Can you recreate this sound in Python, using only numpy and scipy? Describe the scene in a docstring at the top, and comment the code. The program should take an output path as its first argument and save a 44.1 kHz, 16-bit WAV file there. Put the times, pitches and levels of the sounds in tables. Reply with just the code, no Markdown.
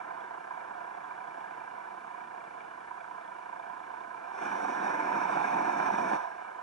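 """Under the sea, below a boat: from the start a six-cylinder diesel idles, each firing knocking through the hull.
It is built from short rings over noise; low tones hum along, small bright pings come and go, electronics hiss.
After four seconds a thruster propeller spins up: shaped noise churns low, and bubbles crackle above it.
It loads up, slaps and washes, is switched off just under two seconds later and fades; the diesel goes on.
Engine and propeller reach two microphones through the ringing walls of a sealed camera housing."""
import sys
import numpy as np
from scipy import signal
from scipy.fft import rfft, irfft, next_fast_len
from scipy.io import wavfile
from scipy.ndimage import map_coordinates

SR = 44100
rng = np.random.default_rng(int(sys.argv[2]) if len(sys.argv) > 2 else 0)


def log_audio(samples):
    """Write samples as a 16-bit WAV file to the path given in sys.argv[1]."""
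    # one column per channel
    frames = np.atleast_2d(samples).T
    # limit to full scale, then quantise
    limited = np.clip(frames, -1, 1)
    pcm = np.round(limited * 32767).astype(np.int16)
    wavfile.write(sys.argv[1], SR, pcm)


N = 291942  # samples
SECONDS = np.arange(N) / SR


def amp(db):
    """Turn decibels into a factor."""
    return 10 ** (np.asarray(db) / 20)


def along(points, hz):
    """Read a curve of (Hz, value) points, joined on a logarithmic frequency axis."""
    point_hz, values = np.transpose(points)
    return np.interp(np.log(hz + 1), np.log(point_hz + 1), values)


def curves(rows):
    """Draw one curve over time for each column after the seconds."""
    s, *columns = np.transpose(rows)
    return [np.interp(SECONDS, s, column) for column in columns]


def wobble(rate):
    """A smooth random curve through `rate` random points a second."""
    return map_coordinates(rng.standard_normal(N // 100), [np.arange(N) * rate / SR])


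def filtered(x, response):
    """Multiply the spectrum of x by a response that depends on frequency."""
    size = next_fast_len(N + SR // 4)
    return irfft(rfft(x, size) * response(np.fft.rfftfreq(size, 1 / SR)), size)[..., :N]


def mode(f, centre_hz, width_hz):
    """Response of one damped resonance, 1 at its top."""
    return 1j * f * width_hz / (centre_hz ** 2 - f * f + 1j * f * width_hz)


def peaks_and_dips(f, rows):
    """A flat response with resonances added (peaks) or taken away (dips)."""
    return 1 + sum(gain * mode(f, centre_hz, width_hz) for centre_hz, width_hz, gain in rows)


# How far the crankshaft has turned. Each row: time in seconds, firings counted so far.
CRANKSHAFT = [(0, -.32), (3.05, 91.14), (3.3, 98.43), (3.6, 107.01), (4.2, 124.61), (5.4, 159.68),
              (6.62, 196)]
# The six parts of a firing: thud, thump, boom, clank, knock, tick.
# Each row: centre in Hz, width in Hz, lag in firings (negative is early), rise in seconds.
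FIRING_PARTS = [(340, 250, .0, .004), (700, 150, -.27, .004), (990, 280, -.28, .0027),
                (1580, 300, -.2, .0025), (2340, 330, -.25, .0019), (3400, 500, -.23, .0015)]
# The cylinders in firing order. Each row: base levels in dB of thud, thump, boom, clank, knock, tick.
CYLINDER_LEVELS = [(-.5, 7.5, -1, 5.5, 13.5, 8), (4.5, 2, -4, 8.5, 5, 7), (4.5, 1, 6.5, 3.5, 5.5, 5),
                   (4.5, 7, 9.5, 7, 9, 5), (6.5, 4, 5.5, 3, 7, 4), (6.5, 7, 7.5, 3, 3.5, 5)]
# How late each cylinder sounds. Each row: delays in firings of thud, thump, boom, clank, knock, tick.
CYLINDER_DELAYS = [(0, 0, 0, .1, 0, 0), (0, .1, .1, .05, .03, 0), (0, .1, .1, .05, 0, 0),
                   (0, .13, .12, .05, .11, .05), (0, 0, .08, .05, 0, 0), (0, .05, .1, .1, .05, 0)]
# Firings that boom harder or softer than their cylinder usually does. Each row: time in seconds, extra dB.
UNEVEN_FIRINGS = [(.111, 3.5), (.274, 2), (.31, 3.5), (.377, 2), (.409, 2), (.445, -6), (.477, 1),
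                  (.511, 4), (.542, 2), (.575, 2), (.709, 1.5), (.776, 2), (.944, 2), (1.013, -3),
                  (1.071, 2), (1.113, 1), (1.453, 2), (1.54, 3), (1.741, 2), (1.911, 2), (2.108, 1),
                  (2.278, 1), (2.678, 1), (2.915, 3), (3.078, 2), (3.176, 2), (3.25, -3), (3.283, 2),
                  (3.316, -.7), (3.388, 3), (3.495, 2), (3.528, 2), (3.597, 3), (3.63, -3), (3.703, 3.5),
                  (3.734, -1.5), (3.908, .7), (3.94, 2), (3.975, -4), (4.006, 2), (4.11, 3), (4.145, -2),
                  (4.21, -2), (4.28, -3), (4.35, -3)]
# The engine as the camera drifts and turns. Each row: time in seconds, drone level in dB before tone shaping,
# lift of the boom in dB, change of rumble and knock in dB.
ENGINE_LEVELS = [(0, -37.3, 0, 0), (.6, -37.6, 0, 0), (1.5, -38.3, -4, .5), (2.5, -39.7, -2.5, .5),
                 (3.1, -39.6, 2, -1), (4, -38.8, 3, 0), (6.1, -37.3, -2, -2.5), (6.62, -37.8, -1, -3.5)]
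# Tone of the engine in the water. Each row: frequency in Hz, level in dB.
ENGINE_TONE = [(60, -5), (120, -2.5), (200, -3), (320, -6.5), (500, 2.3), (800, -2), (1300, 5.2),
               (1800, 5.5), (2300, 2.3), (3200, 3), (5000, -5), (7500, -4), (11000, -5.8)]
# Narrow peaks and dips in the engine's tone. Each row: centre in Hz, width in Hz, gain as a factor (dips negative).
ENGINE_PEAKS_AND_DIPS = [(140, 20, .3), (480, 120, .15), (590, 60, -.3), (1570, 150, -.15), (2040, 120, .6),
                         (2540, 140, -.3), (2830, 130, .35), (3150, 200, -.2)]
RUMBLE_DB, KNOCK_DB, RATTLE_DB = -37.3, -36.3, -36.5  # base levels that do not follow the drone
GROAN_FROM_DB, GROAN_GROWS = -40.3, 1.2  # groan stands out this many dB per dB of drone above that level


def diesel():
    """Each firing rings briefly in several hull plates, over the drone of echoes between surface and bottom."""
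    turn, = curves(CRANKSHAFT)
    drone_db, boom_db, change_db = curves(ENGINE_LEVELS)
    rumble_db = RUMBLE_DB + change_db - drone_db
    knock_db = KNOCK_DB + change_db - drone_db
    groan_db = GROAN_GROWS * (drone_db - GROAN_FROM_DB)
    rattle_db = RATTLE_DB - drone_db
    period = 1 / (SR * np.gradient(turn))  # seconds from one firing to the next

    # The drone; its loudness still follows the firings, as near echoes do.
    beat_db = 1.5 * np.cos(2 * np.pi * (turn - .05))
    drone = amp(beat_db + .4 * wobble(30)) * rng.standard_normal(N)
    sound = drone
    for lift_db, centre_hz, width_hz in [(rumble_db, 170, 250), (groan_db, 720, 160), (rattle_db, 2870, 400)]:
        sound = sound + (amp(lift_db) - 1) * filtered(drone, lambda f: mode(f, centre_hz, width_hz))
    sound = sound - .15 * filtered(drone, lambda f: mode(f, 2340, 330))  # quiet between the knocks

    # The firings; every part of each one is a little different by chance.
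    chance = rng.standard_normal((int(turn[-1]) + 4, len(FIRING_PARTS), 3))
    uneven_db = np.zeros(len(chance))
    for s, db in UNEVEN_FIRINGS:
        uneven_db[round(turn[round(s * SR)]) + 1] = db
    part_lift_db = [rumble_db, boom_db / 2, boom_db, boom_db / 2, knock_db, knock_db]
    for k, (centre_hz, width_hz, lag, rise) in enumerate(FIRING_PARTS):
        firing = np.floor(turn - lag).astype(int)
        cylinder = firing % len(CYLINDER_LEVELS)
        delay = np.array(CYLINDER_DELAYS)[cylinder, k]
        since = np.clip(turn - lag - firing - delay, 0, None) * period
        strength, detune, phase = chance[firing + 1, k].T
        level_db = np.array(CYLINDER_LEVELS)[cylinder, k] + part_lift_db[k]
        level_db = level_db + (.8 + .6 * (centre_hz > 2000)) * strength
        level_db = level_db + uneven_db[firing + 1] * (600 < centre_hz < 2000)
        swell = since / rise * np.exp(1 - since / rise)
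        ring = np.sin(2 * np.pi * ((centre_hz + .07 * width_hz * detune) * since + phase))
        drone_in_band = np.sqrt(2 * width_hz / SR)  # each part is sized against the drone inside its band
        sound = sound + amp(level_db) * drone_in_band * swell * ring
    tone = lambda f: amp(along(ENGINE_TONE, f)) * peaks_and_dips(f, ENGINE_PEAKS_AND_DIPS)
    return filtered(amp(drone_db) * sound, tone)


# Steady tones pressing on the housing. Each row: multiple of the firing rate, middle peak level in dB.
HUM_TONES = [(2, -84), (3, -85), (6.67, -79)]


def hum():
    """Low engine orders, each wavering a little, and not quite alike at the two sides."""
    turn, = curves(CRANKSHAFT)
    sound = np.zeros((2, N))
    for order, db in HUM_TONES:
        drift = .1 * wobble(3) + .05 * np.array([wobble(4), wobble(4)])
        sound = sound + amp(db + 2 * wobble(5)) * np.sin(2 * np.pi * (order * turn + drift))
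    return sound


# Resonances of the housing, felt by each microphone with its own strength and sign.
# Each row: centre in Hz, width in Hz, left gain as a factor, right gain as a factor.
HOUSING_MODES = [(201, 86, -0.624, -0.417), (289, 87, -0.997, -0.627), (327, 31, 0.0573, 0.105),
                 (385, 74, 0.736, 0.142), (535, 132, 0.676, -1.09), (682, 86, 0.843, -6.15),
                 (766, 103, 6.55, -3.12), (782, 230, -15.1, 8.41), (878, 527, 9.24, -0.0592),
                 (1021, 97, -2.46, -6.38), (1123, 229, -3.83, 0.0748), (1520, 334, -1.45, 2.68),
                 (1618, 306, 3.99, -3.2), (1671, 406, -3.1, 0.394), (2113, 263, 0.581, -0.355),
                 (2224, 313, -0.648, 0.00446), (2235, 135, 0.515, 0.396), (2454, 179, -0.22, -0.181),
                 (2719, 235, -0.138, -0.0233), (3012, 293, -0.0678, -0.0803), (3422, 269, 0.0307, -0.0099),
                 (4052, 419, 0.107, 0.0382), (4217, 2099, -0.304, -0.0782), (4471, 1099, 0.192, 0.0295),
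                 (5667, 1256, 0.203, 0.139), (5875, 984, -0.153, -0.138), (6700, 116, -0.00501, -0.00803),
                 (7205, 295, 0.00385, 0.00391), (7320, 4336, -0.00656, -0.00644),
                 (9587, 451, -0.0115, -0.0104)]
# Late scattered sound against direct sound. Each row: frequency in Hz, late over direct in dB.
SCATTER_SHARE = [(60, -5), (150, -17), (1000, -14), (2500, -7), (5000, -1), (10000, -3.5)]


def housing(water):
    """The walls ring and carry the sound to both microphones; late scattered sound differs between them."""
    t = np.arange(SR // 8) / SR
    hop = SR // 10
    late = np.zeros((2, N + 4 * hop + len(t)))
    padded = np.pad(water, 2 * hop)
    # Fresh random tails, overlapped ten times a second, keep the scattered sound from ringing evenly.
    for start in range(-hop, N, hop):
        tails = rng.standard_normal((2, len(t))) * amp(-60 * t / .15)
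        tails = tails / np.linalg.norm(tails[0])
        piece = padded[start + 2 * hop:][:2 * hop] * np.sqrt(np.hanning(2 * hop))
        echoes = signal.fftconvolve(piece[None], tails, axes=1)
        late[:, start + hop:][:, :2 * hop + len(t) - 1] += echoes
    share = lambda f: amp(along(SCATTER_SHARE, f))
    direct = filtered(water, lambda f: 1 / np.sqrt(1 + share(f) ** 2))
    scattered = filtered(late[:, hop:hop + N], lambda f: share(f) / np.sqrt(1 + share(f) ** 2))
    walls = lambda f: sum(np.array([[left], [right]]) * mode(f, centre_hz, width_hz)
                          for centre_hz, width_hz, left, right in HOUSING_MODES)
    return filtered(direct + scattered, walls)


# Tone of the electronics. Each row: frequency in Hz, level in dB.
HISS_TONE = [(25, -70), (45, -68), (80, -63), (160, -59), (2000, -62), (4000, -65.5), (7000, -69),
             (11000, -71)]


def hiss(shared):
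    """Amplifier noise; `shared` sets how alike the two channels are, from 0 to 1."""
    a, b = rng.standard_normal((2, N))
    angle = np.arccos(np.clip(shared, 0, 1)) / 2
    pair = np.array([np.cos(angle) * a + np.sin(angle) * b, np.cos(angle) * a - np.sin(angle) * b])
    return filtered(pair, lambda f: amp(along(HISS_TONE, f)))


# Small bright ticks. Each row: start in seconds, peak level in dB midway between the sides, pitch in Hz.
TICK_PINGS = [(0.2074, -60, 3350), (0.7437, -62, 3350), (0.8375, -66, 3290), (0.9408, -65, 3410),
              (1.04, -59, 3380), (1.1727, -64, 3360), (1.2735, -65, 3360), (1.4072, -61, 3350),
              (1.506, -66, 3400), (2.2727, -64, 3400), (2.4399, -65, 3380), (2.6065, -67, 3320),
              (3.0071, -63, 3410), (3.1058, -66, 3390), (3.2111, -65, 3540), (3.244, -62, 3350),
              (3.2784, -62, 3350), (3.5942, -63, 3560), (3.6965, -65, 3320), (3.7923, -66, 3500),
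              (3.8317, -63, 3390), (4.0043, -62, 3540)]


def ticks():
    """Bright pings of loose metal, shaken by some of the firings; each swells and dies within milliseconds."""
    sound = np.zeros(N)
    t = np.arange(SR // 50) / SR
    for s, db, hz in TICK_PINGS:
        swell = t / .002 * np.exp(1 - t / .002)
        sound[round(s * SR):][:len(t)] += amp(db) * swell * np.sin(2 * np.pi * hz * t)
    return sound * amp([[1.5], [-1.5]])  # dB for left and right


THRUST_ON_S, THRUST_OFF_S = 4.42, 6.15  # up to speed, switched off
SPIN_UP_DB_PER_S, CHURN_STEEPER = 88, 1.8  # the churn follows spin-up more steeply than the bubbles
BITE_DB, BITE_S = 6.5, .55  # the blades load up slowly once turning
SURGE_DB, SURGE_S = 1.5, .06  # a last surge just before switch-off
CHURN_DB, CAVITATION_DB = -20.5, -23  # at full load, before tone shaping
CHURN_CUT_DB, CHURN_CUT_S, CHURN_FADE_DB_PER_S = 13, .03, 130  # after switch-off
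COAST_DB, COAST_S, BUBBLE_FADE_DB_PER_S, STOP_DB = 3, .1, 60, 5  # first drop, coasting time, fade, drop at stop
TILT_DB, START_TILT_DB, TILT_S = .1, 1.7, .35  # per octave: under load, extra while blades slip, settling time


def thrust():
    """Spin-up, loading and run-down: churn dB, cavitation dB, brightness in dB per octave."""
    early = np.maximum(THRUST_ON_S - SECONDS, 0)
    running = np.maximum(SECONDS - THRUST_ON_S, 0)
    late = np.maximum(SECONDS - THRUST_OFF_S, 0)
    step = lambda since: np.clip(since / CHURN_CUT_S, 0, 1)
    surge_db = SURGE_DB * (step(SECONDS - THRUST_OFF_S + SURGE_S) - step(late))
    load_db = surge_db - BITE_DB * np.exp(-running / BITE_S)

    churn_db = CHURN_DB + load_db - CHURN_STEEPER * SPIN_UP_DB_PER_S * early
    churn_db = churn_db - CHURN_CUT_DB * step(late) - CHURN_FADE_DB_PER_S * late
    cavitation_db = CAVITATION_DB + load_db - SPIN_UP_DB_PER_S * early - BUBBLE_FADE_DB_PER_S * late
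    cavitation_db = cavitation_db - COAST_DB * step(late) - STOP_DB * step(late - COAST_S)
    brightness = TILT_DB + START_TILT_DB * np.exp(-(running + 2 * early) / TILT_S)
    return churn_db, cavitation_db, brightness


# Tone of the thruster in the water. Each row: frequency in Hz, level in dB.
PROPELLER_TONE = [(60, -14.1), (120, -4.4), (200, 1.0), (320, -2.1), (500, -2.6), (800, -3.9), (1300, -1.6),
                  (2000, 0.3), (3200, -0.9), (5000, -0.4), (7500, -2.4), (11000, -1.3)]
# Narrow peaks and dips in the thruster's tone.
# Each row: centre in Hz, width in Hz, gain as a factor (dips negative).
THRUSTER_PEAKS_AND_DIPS = [(198, 22, .55), (232, 40, -.3), (295, 40, .25), (450, 40, -.2), (540, 110, .4),
                           (700, 40, .4), (765, 60, -.35), (885, 50, .3), (2010, 120, .5), (2430, 130, .8),
                           (2800, 120, -.45), (3250, 200, -.3), (3650, 200, .3), (5630, 250, .3),
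                           (6370, 200, -.45), (9500, 300, .3)]
# Bands that hiss while the blades still slip. Each row: centre in Hz, width in Hz.
SLIP_BANDS = [(500, 200), (1320, 450)]
# Lift of two bands. Each row: time in seconds, narrow ring above 2 kHz in dB, boom in dB.
RING_AND_BOOM = [(4.2, 3, 0), (4.42, -1.5, 0), (4.8, -1.5, -1.2), (5.2, 1.5, 1), (5.7, 1, 1.2),
                 (6, -2, -.5), (6.62, -4, 0)]
CHURN_TOP_HZ = 470
DEEP_HZ, DEEP_LATE_DB, DEEP_FROM_S = 190, 7, 4.95  # deepest churn is full only once the flow is established
SLIP_DB, SLIP_UNTIL_S, SLIP_FADE_DB_PER_S = 1.5, 5.0, 40
LINGER_HZ, LINGER_DB, LINGER_S = 1000, 5, .07  # the boom of the bubbles outlasts the switch-off


def thruster():
    """Water churns low in the tunnel; vapour bubbles collapse in uneven clouds above it."""
    churn_db, cavitation_db, brightness = thrust()
    clouds = wobble(70)

    unsteady_churn_db = churn_db + .7 * clouds + 1.5 * wobble(30) + .6 * wobble(6)
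    churn = amp(unsteady_churn_db) * rng.standard_normal(N)
    low = lambda f: 1 / np.sqrt(1 + (f / CHURN_TOP_HZ) ** 8)
    settled = np.clip((SECONDS - DEEP_FROM_S) / .15 + 1, 0, 1)
    held_back = churn * (amp(DEEP_LATE_DB * (settled - 1)) - 1)  # takes away the deepest churn at first
    deep = filtered(held_back, lambda f: 1 / (1 + (f / DEEP_HZ) ** 6))
    sound = filtered(churn + deep, low)

    for octave, (centre_hz, unsteady_db) in enumerate([(800, .9), (1600, 1.3), (3200, 1.3), (6400, 1.1)]):
        collapses = amp(2.2 * rng.standard_normal(N)) * rng.standard_normal(N)  # many sizes of click
        flicker_db = unsteady_db * (.7 * clouds + .7 * wobble(40))
        level = amp(cavitation_db + brightness * octave + flicker_db)
        octaves_away = lambda f: np.log2(np.clip(f, 800, 6400) / centre_hz)
        band = lambda f: np.exp(-octaves_away(f) ** 2 / .7) * np.sqrt(1 - low(f) ** 2)
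        sound = sound + filtered(level * collapses, band)

    slip_db = SLIP_DB - SLIP_FADE_DB_PER_S * np.clip(SECONDS - SLIP_UNTIL_S, 0, None)
    slip = amp(cavitation_db + slip_db + clouds) * rng.standard_normal(N)
    sound = sound + filtered(slip, lambda f: sum(mode(f, c, w) for c, w in SLIP_BANDS))

    ring_db, boom_db = curves(RING_AND_BOOM)
    late = np.clip(SECONDS - THRUST_OFF_S, 0, None) / LINGER_S
    boom_db = boom_db + LINGER_DB * late * np.exp(1 - late)
    sound = sound + (amp(ring_db) - 1) * filtered(sound, lambda f: mode(f, 2350, 450))
    sound = sound + (amp(boom_db) - 1) * filtered(sound, lambda f: mode(f, LINGER_HZ, 600))
    tone = lambda f: amp(along(PROPELLER_TONE, f)) * peaks_and_dips(f, THRUSTER_PEAKS_AND_DIPS)
    return filtered(sound, tone)


WASH_DB, WASH_HZ = -54, 32  # noise level under full load before the filter, centre of its band


def wash():
    """The stream from the tunnel rocks the housing in lumps, differently at each side."""
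    lumps_db = 4.5 * np.array([wobble(6), wobble(6)])
    _, cavitation_db, _ = thrust()
    flow = amp(cavitation_db - CAVITATION_DB + WASH_DB + lumps_db) * rng.standard_normal((2, N))
    return filtered(flow, lambda f: mode(f, WASH_HZ, 35))


# Large vapour clouds collapse. Each row: start in seconds, level in dB before the rise and fall shape it.
CLOUD_COLLAPSES = [(4.604, -15), (4.645, -15), (4.685, -14), (4.865, -15), (4.999, -14), (5.068, -13),
                   (5.136, -13), (5.252, -14), (5.293, -11), (5.331, -12), (5.371, -11), (5.402, -13),
                   (5.565, -13), (5.605, -12), (5.645, -12), (5.693, -11), (5.797, -13), (5.822, -13),
                   (5.859, -11), (5.879, -11), (5.901, -10), (5.939, -13), (5.981, -13), (6.112, -10),
                   (6.131, -10)]
BURST_RISE_S, BURST_FALL_S = .001, .004


def bursts():
    """Collapsing clouds give short slaps of noise in the middle register."""
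    swell = np.zeros(N)
    for s, db in CLOUD_COLLAPSES:
        since = np.clip(SECONDS - s, 0, None)
        swell += amp(db) * (1 - np.exp(-since / BURST_RISE_S)) * np.exp(-since / BURST_FALL_S)
    return filtered(swell * rng.standard_normal(N), lambda f: mode(f, 950, 1000))


def scene():
    """Sounds in the water pass through the housing; pings, hum and wash are added directly."""
    water = diesel() + thruster() + bursts()
    return housing(water) + ticks() + hum() + wash()


TOP_HZ = 11160


def record(dry):
    """Amplifier hiss is added, then a very steep filter removes what lies above the band limit."""
    return filtered(dry + hiss(shared=.45), lambda f: 1 / (1 + (f / TOP_HZ) ** 400))


dry = scene()
out = record(dry)
log_audio(out)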